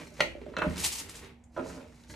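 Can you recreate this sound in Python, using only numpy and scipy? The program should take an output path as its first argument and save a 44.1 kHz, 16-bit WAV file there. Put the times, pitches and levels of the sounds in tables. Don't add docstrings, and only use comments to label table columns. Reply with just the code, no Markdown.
import sys
import numpy as np
from scipy import signal
from scipy.fft import rfft, irfft
from scipy.io import wavfile
from scipy.ndimage import uniform_filter1d

SR = 44100
rng = np.random.default_rng(int(sys.argv[2]) if len(sys.argv) > 2 else 0)


def put_to_file(sound):
    columns = np.atleast_2d(sound).T
    safe = np.clip(columns, -1, 1)
    whole_steps = np.round(safe * 32767)
    wavfile.write(sys.argv[1], SR, whole_steps.astype(np.int16))


N = 94815
TIME = np.arange(N) / SR
HZ = np.fft.rfftfreq(2 * N, 1 / SR)
RING_TIME = TIME[:SR // 2]


def amp(db):
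    return 10 ** (np.asarray(db) / 20)


def unit(x):
    return x / np.sqrt(np.mean(x ** 2) + 1e-20)


def read(points, hz):
    f, value = np.transpose(points)
    return np.interp(np.log(hz + 1), np.log(f + 1), value)


def shaped(x, gain):
    return irfft(rfft(x, 2 * N) * gain)[..., :N]


def add(mix, start_s, sound):
    part = mix[max(round(start_s * SR), 0):][:len(sound)]
    part += sound[:len(part)]


# frequency in Hz, lead of the left microphone in radians.
MIC_PHASE = [(0, -0.5), (2330, 0.27), (3790, 0.5), (5600, 0.1), (12400, -2), (14100, -3.5), (15300, -2.5)]
# frequency in Hz, time to fall 60 dB in seconds.
ROOM_T60 = [(100, 0.46), (500, 0.31), (1200, 0.15), (2500, 0.31), (6000, 0.2), (14000, 0.18)]
ROOM_GAP_S = 0.005


def room(x, wet_db):
    spacing, length = 22, SR // 2
    slots = np.arange(0, length, spacing)
    at = slots + rng.integers(0, spacing, (2, len(slots)))
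    taps = np.zeros((2, length + spacing))
    np.put_along_axis(taps, at, rng.choice([-1., 1.], at.shape), 1)
    hz, t, z = signal.stft(taps, SR, nperseg=256)
    same = np.exp(-hz / 700)[:, None]
    z[1] = same * z[0] + np.sqrt(1 - same ** 2) * z[1]
    decay = amp(-60 * t / read(ROOM_T60, hz)[:, None])
    tail = signal.istft(z * decay, SR, nperseg=256)[1]
    tail = np.pad(tail / np.linalg.norm(tail[0]), ((0, 0), (round(ROOM_GAP_S * SR), 0)))
    left = shaped(x, np.exp(1j * read(MIC_PHASE, HZ)))
    direct = np.array([left, x])
    return direct + amp(wet_db) * signal.fftconvolve(x[None], tail, axes=1)[:, :N]


def ring(modes):
    t = RING_TIME
    return sum(amp(db - 60 * t / t60) * np.sin(2 * np.pi * hz * t) for hz, db, t60 in modes)


def burst(colour, db, t60):
    hz = np.fft.rfftfreq(len(RING_TIME), 1 / SR)
    noise = rfft(rng.standard_normal(len(RING_TIME)))
    return unit(irfft(noise * amp(read(colour, hz)))) * amp(db - 60 * RING_TIME / t60)


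def body(modes, crack, crack_db, crack_t60):
    return 0.5 * (ring(modes) + burst(crack, crack_db, crack_t60))


def struck(modes):
    spot_db = 2
    return [(hz, db + spot_db * rng.standard_normal(), t60) for hz, db, t60 in modes]


def contact(x, hard_hz, low_hz):
    x = signal.lfilter(*signal.butter(2, min(hard_hz, SR / 2 - 100), fs=SR), x)
    return signal.lfilter(*signal.butter(2, low_hz, "high", fs=SR), x)


def grains(level, colour, per_s, spread_db):
    patch_db, patch_s = 2.4, 0.0089
    size = amp(spread_db * np.minimum(rng.exponential(1, N), 5)) * rng.choice([-1., 1.], N)
    patches = unit(uniform_filter1d(rng.standard_normal(N), max(round(patch_s * SR), 2)))
    size *= amp(patch_db * patches)
    impacts = size * (rng.random(N) < per_s / SR)
    clicks = unit(shaped(impacts, amp(read(colour, HZ))))
    return clicks * amp(np.interp(TIME, *np.transpose(level), left=-np.inf, right=-np.inf))


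# frequency in Hz, relative density in dB per Hz.
AIR = [(20, -22), (64, -28.5), (150, -2.5), (240, -8), (400, -15.5), (830, -15), (1300, -26.5),
       (2300, -27.5), (4400, -54.5), (7500, -44.5), (11000, -52.5), (15500, -64)]
# frequency in Hz, level in dB, width in Hz.
HUM = [(63.7, -55, 32)]
AIR_DB = -65
TONE_HZ, TONE_DB = 238, -61.5


def background():
    own, common = rng.standard_normal((2, N)), rng.standard_normal(N)
    air = unit(shaped(own * 0.5 + common, amp(read(AIR, HZ))))
    hum = np.zeros(N)
    for hz, db, width in HUM:
        resonance = 1 / (1 + (2 * (HZ - hz) / width) ** 2)
        hum += amp(db) * unit(shaped(rng.standard_normal(N), resonance))
    tone = unit(np.sin(2 * np.pi * TONE_HZ * TIME))
    return amp(AIR_DB) * air + hum + amp(TONE_DB) * tone


# time in seconds, level in dB.
SCRAPE_RUB = [(0, -44), (.04, -54), (.1, -63), (.19, -50), (.39, -60), (.43, -57), (.48, -58), (.53, -58),
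              (.7, -47.5), (.76, -45.5), (.85, -44), (.91, -58), (1.0, -53.5), (1.07, -52), (1.21, -53),
              (1.25, -50), (1.3, -55.5), (1.37, -72.5), (1.52, -86.5), (1.555, -58.5), (1.7, -53.5),
              (1.8, -57), (1.87, -63.5), (2.07, -65), (2.15, -55)]
# frequency in Hz, relative density in dB per Hz.
SCRAPE = [(60, 13.5), (150, 6.5), (400, 7.5), (700, -2.5), (900, 1), (1500, -0.5), (2200, 1), (3500, -6.5),
          (6000, -16.5), (15000, -26.5)]


def scrape():
    return grains(SCRAPE_RUB, SCRAPE, per_s=1900, spread_db=1.5)


# time in seconds, level in dB.
GLOVE_RUB = [(0, -48.5), (.03, -58.5), (.075, -54.5), (.1, -63.5), (.17, -54.5), (.27, -56), (.34, -69.5),
             (1.48, -83.5), (1.55, -60), (1.61, -61.5), (1.69, -46.5), (1.76, -56), (1.85, -65),
             (1.96, -64.5), (2.01, -60), (2.07, -68), (2.105, -49), (2.15, -61)]
# frequency in Hz, relative density in dB per Hz.
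GLOVE = [(300, 22.5), (1000, -32.5), (2000, -34), (4000, 5.5), (7000, 6.5), (10000, -1), (13000, -2.5),
         (15500, -37)]


def glove():
    return grains(GLOVE_RUB, GLOVE, per_s=6000, spread_db=0.0)


# start in seconds, level in dB.
TICKS = [(0.2051, -29), (0.2076, -30.5), (0.586, -41.5), (0.656, -47), (.698, -45), (0.76, -41.5),
         (0.769, -36.5), (0.78, -32.5), (.929, -40), (1.096, -47), (1.246, -48.5), (2.037, -52.5),
         (2.104, -51)]
# frequency in Hz, relative density in dB per Hz.
TICK = [(300, -17), (2000, -7), (4000, 1), (7500, -4.5), (10000, -10), (13300, -11), (15000, -34)]
# frequency in Hz, relative density in dB per Hz.
THIN_TICK = [(1000, -25.5), (3300, -12), (5000, -20), (7200, 1), (8400, -9), (10000, -16), (15000, -30.5)]


def ticks():
    out = np.zeros(N)
    for start_s, db in TICKS:
        add(out, start_s, burst(TICK, db, t60=0.016))
    add(out, 1.439, burst(THIN_TICK, db=-60.5, t60=0.047))
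    return out


# time in seconds, level in dB.
POWDER_FLOW = [(.62, -56), (.66, -63.5), (.745, -56), (.775, -51), (.794, -36.5), (.804, -33),
               (.818, -38.5), (.848, -29), (.861, -30), (.885, -42.5), (.916, -45), (.93, -37.5),
               (.965, -44), (1.005, -39), (1.03, -57), (1.086, -59), (1.098, -43), (1.132, -60.5),
               (1.158, -47), (1.208, -61.5), (1.265, -63.5), (1.33, -106.5)]
# frequency in Hz, relative density in dB per Hz.
POWDER = [(100, -14), (500, -22.5), (900, -7), (1500, -14), (2100, -6), (4000, -3.5), (8000, -2),
          (11000, -6), (13000, -8), (15500, -37)]
LUMPS_DB = -13.5


def powder():
    fine = grains(POWDER_FLOW, POWDER, per_s=14000, spread_db=-1)
    lumps = amp(LUMPS_DB) * grains(POWDER_FLOW, POWDER, per_s=820, spread_db=4)
    return fine + lumps


def rubbing():
    return room(powder() + ticks(), wet_db=-3) + room(glove() + scrape(), wet_db=-3.5)


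# start in seconds, level in dB, pitch in Hz.
BUMPS = [(.012, -41.5, 663), (0.119, -44.5, 606), (0.191, -36, 524), (.351, -31.5, 568), (.416, -32.5, 402),
         (.464, -32, 590), (0.483, -35, 343), (0.517, -37.5, 420)]
BUMP_RISE_S, BUMP_T60_S = 0.0017, 0.038
UNDERTONE_RATIO, UNDERTONE_DB = 0.606, -3


def bumps():
    out = np.zeros(N)
    rise = np.minimum(RING_TIME / BUMP_RISE_S, 1)
    for start_s, db, hz in BUMPS:
        modes = [(hz, 0, BUMP_T60_S), (hz * UNDERTONE_RATIO, UNDERTONE_DB, BUMP_T60_S)]
        add(out, start_s, amp(db) * rise * ring(modes))
    return room(out, wet_db=-2)


# start in seconds, level in dB.
HANDLE_TAPS = [(1.567, -51.5), (1.592, -57), (2.098, -50.5), (2.108, -53), (2.138, -56)]
# frequency in Hz, level in dB, time to fall 60 dB in seconds.
HANDLE = [(1646, -2, 0.14), (2000, -8, 0.077), (2100, -7, 0.1), (3330, -12, .08), (4300, -10, 0.085),
          (5900, -9, 0.041)]


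def handle():
    out = np.zeros(N)
    for start_s, db in HANDLE_TAPS:
        add(out, start_s, amp(db) * ring(struck(HANDLE)))
    return room(out, wet_db=-4)


def slips(curve, jitter):
    slip_share = 0.26
    s, rate, db = np.transpose(curve)
    wobble = unit(uniform_filter1d(rng.standard_normal(N), 200))
    pace = np.interp(TIME, s, rate, 0, 0) * np.exp(jitter * wobble)
    turns = np.cumsum(pace) / SR
    out = np.zeros(N)
    for at in TIME[1:][np.diff(np.floor(turns)) > 0]:
        push = np.hanning(max(round(slip_share * SR / np.interp(at, s, rate)), 3))
        add(out, at, push / push.sum() * amp(np.interp(at, s, db)))
    return out


# time in seconds, slips per second, level in dB.
DRAG = [(.632, 290, -35.5), (.652, 285, -25.5), (.664, 250, -35.5), (.675, 110, -37.5), (.69, 112, -36.5),
        (.712, 85, -38), (.75, 80, -38), (.79, 56, -58)]
# time in seconds, slips per second, level in dB.
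LEVER_JUDDER = [(1.563, 326, -31), (1.578, 309, -31), (1.607, 295, -34), (1.618, 277, -58),
                (1.66, 300, -42), (1.70, 290, -47), (1.75, 275, -47), (1.79, 270, -45.5), (1.89, 236, -54)]
# start in seconds, level in dB, hardness in Hz, lowest frequency in Hz.
TUB_JOLTS = [(0.538, -35, 1463, 732), (0.567, -21.5, 5400, 1100), (.574, -27.5, 1510, 354),
             (.584, -28, 5000, 443), (0.59, -25, 3030, 296), (.6175, -18, 1380, 960),
             (0.6201, -13, 1594, 1000), (0.626, -25.5, 1410, 810), (0.635, -22, 1230, 706),
             (.69, -31, 1630, 1120), (.761, -33.5, 3020, 987), (1.564, -34.5, 1590, 654),
             (1.575, -25, 1140, 250), (1.593, -32, 1980, 313), (1.624, -28, 686, 296),
             (1.66, -28, 620, 450), (1.701, -36.5, 1630, 710), (1.777, -38.5, 1100, 294)]
# frequency in Hz, level in dB, time to fall 60 dB in seconds.
TUB = [(186, -17, 0.15), (260, -13.5, 0.12), (339, -8, 0.13), (469, -7, 0.071), (553, -3, 0.056),
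       (613, -3.5, 0.076), (1000, -5.5, 0.038), (1292, -10, 0.059), (1416, -3, 0.039), (1615, -20, .025),
       (2640, -14.5, 0.14), (3080, -21.5, 0.072), (4080, -7, 0.05), (5950, -8, .01)]
# frequency in Hz, relative density in dB per Hz.
TUB_CRACK = [(100, 13.5), (400, 3), (620, 3), (780, -5.5), (1050, -2.5), (1500, -1), (2500, -7),
             (3700, -10.5), (5000, -33), (7000, -18.5), (15000, -42.5)]
# start in seconds, level in dB.
FLEXES = [(0.571, -37.5), (0.625, -36), (0.6671, -24), (.706, -31.5)]
# frequency in Hz, level in dB, time to fall 60 dB in seconds.
BOTTOM = [(75, -4, 0.3), (181.8, 0, 0.19), (210, -10.5, 0.2), (253, -2.5, 0.08)]
FLEX_RISE_S = 0.002


def tub():
    crack = dict(crack=TUB_CRACK, crack_db=2, crack_t60=0.076)
    judder = slips(DRAG, jitter=0.08) + slips(LEVER_JUDDER, jitter=0.1612)
    walls = signal.fftconvolve(judder, body(TUB, **crack))[:N]
    for start_s, db, hard_hz, low_hz in TUB_JOLTS:
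        response = body(struck(TUB), **crack)
        add(walls, start_s, amp(db) * contact(response, hard_hz, low_hz))
    thump = np.zeros(N)
    rise = np.minimum(RING_TIME / FLEX_RISE_S, 1)
    for start_s, db in FLEXES:
        add(thump, start_s, amp(db) * ring(BOTTOM) * rise)
    return room(walls, wet_db=-4) + room(thump, wet_db=-5.5)


# start in seconds, level in dB, hardness in Hz.
CLACKS = [(.008, -43, 4130), (.07, -42.5, 5060), (0.197, -30, 3560), (.2047, -19.5, 3200),
          (.2058, -13, 4400), (.2074, -13.5, 8040), (.2087, -21, 2950), (0.213, -17, 1480),
          (0.416, -42, 2500), (2.101, -41, 2530), (2.14, -40, 4000)]
# frequency in Hz, level in dB, time to fall 60 dB in seconds.
MOLD = [(338, -12, 0.16), (473, -12.5, 0.15), (533, -19, 0.12), (600, -3, 0.062), (915, -11.5, 0.066),
        (1024, -4, 0.014), (1418, -2.5, 0.012), (1939, -4.5, 0.028), (2070, -3.5, 0.016),
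        (2320, -10, 0.058), (3195, -16, 0.05), (4205, -3.5, 0.036), (6060, -5, 0.018)]
# frequency in Hz, relative density in dB per Hz.
MOLD_CRACK = [(100, -32.5), (350, 1.5), (580, -6.5), (740, -12.5), (1500, -3.5), (2600, 6.5), (4200, -1),
              (7000, -35), (12000, -17.5), (16000, -41.5)]
# frequency in Hz, level in dB, time to fall 60 dB in seconds.
TABLE = [(61.5, -33.5, 0.92), (105, -43, 0.3), (248.7, -46, 0.14)]
TABLE_START_S = 0.212


def mold():
    out = np.zeros(N)
    for start_s, db, hard_hz in CLACKS:
        response = body(MOLD, MOLD_CRACK, crack_db=-2.5, crack_t60=0.023)
        add(out, start_s, amp(db) * contact(response, hard_hz, low_hz=223))
    add(out, TABLE_START_S, ring(TABLE))
    return room(out, wet_db=-4)


# frequency in Hz, left minus right in dB.
BALANCE_DB = [(60, -0.5), (110, -2.5), (200, -2), (380, -6.5), (700, -5.5), (1290, -3), (2380, 1.5),
              (4400, 1.0), (8120, 0.5), (15000, 0)]


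def scene():
    lean = read(BALANCE_DB, HZ) / 2
    press = mold() + handle() + bumps()
    return shaped(press + tub() + rubbing() + background(), amp([lean, -lean]))


def record(dry):
    low_cut_hz, edge_hz = 61.7, 15700
    dry = signal.lfilter(*signal.butter(2, low_cut_hz, "high", fs=SR), dry)
    band_limit = signal.firwin(511, edge_hz, window=("kaiser", 9), fs=SR)
    return signal.oaconvolve(dry, band_limit[None], "same")


dry = scene()
out = record(dry)
put_to_file(out)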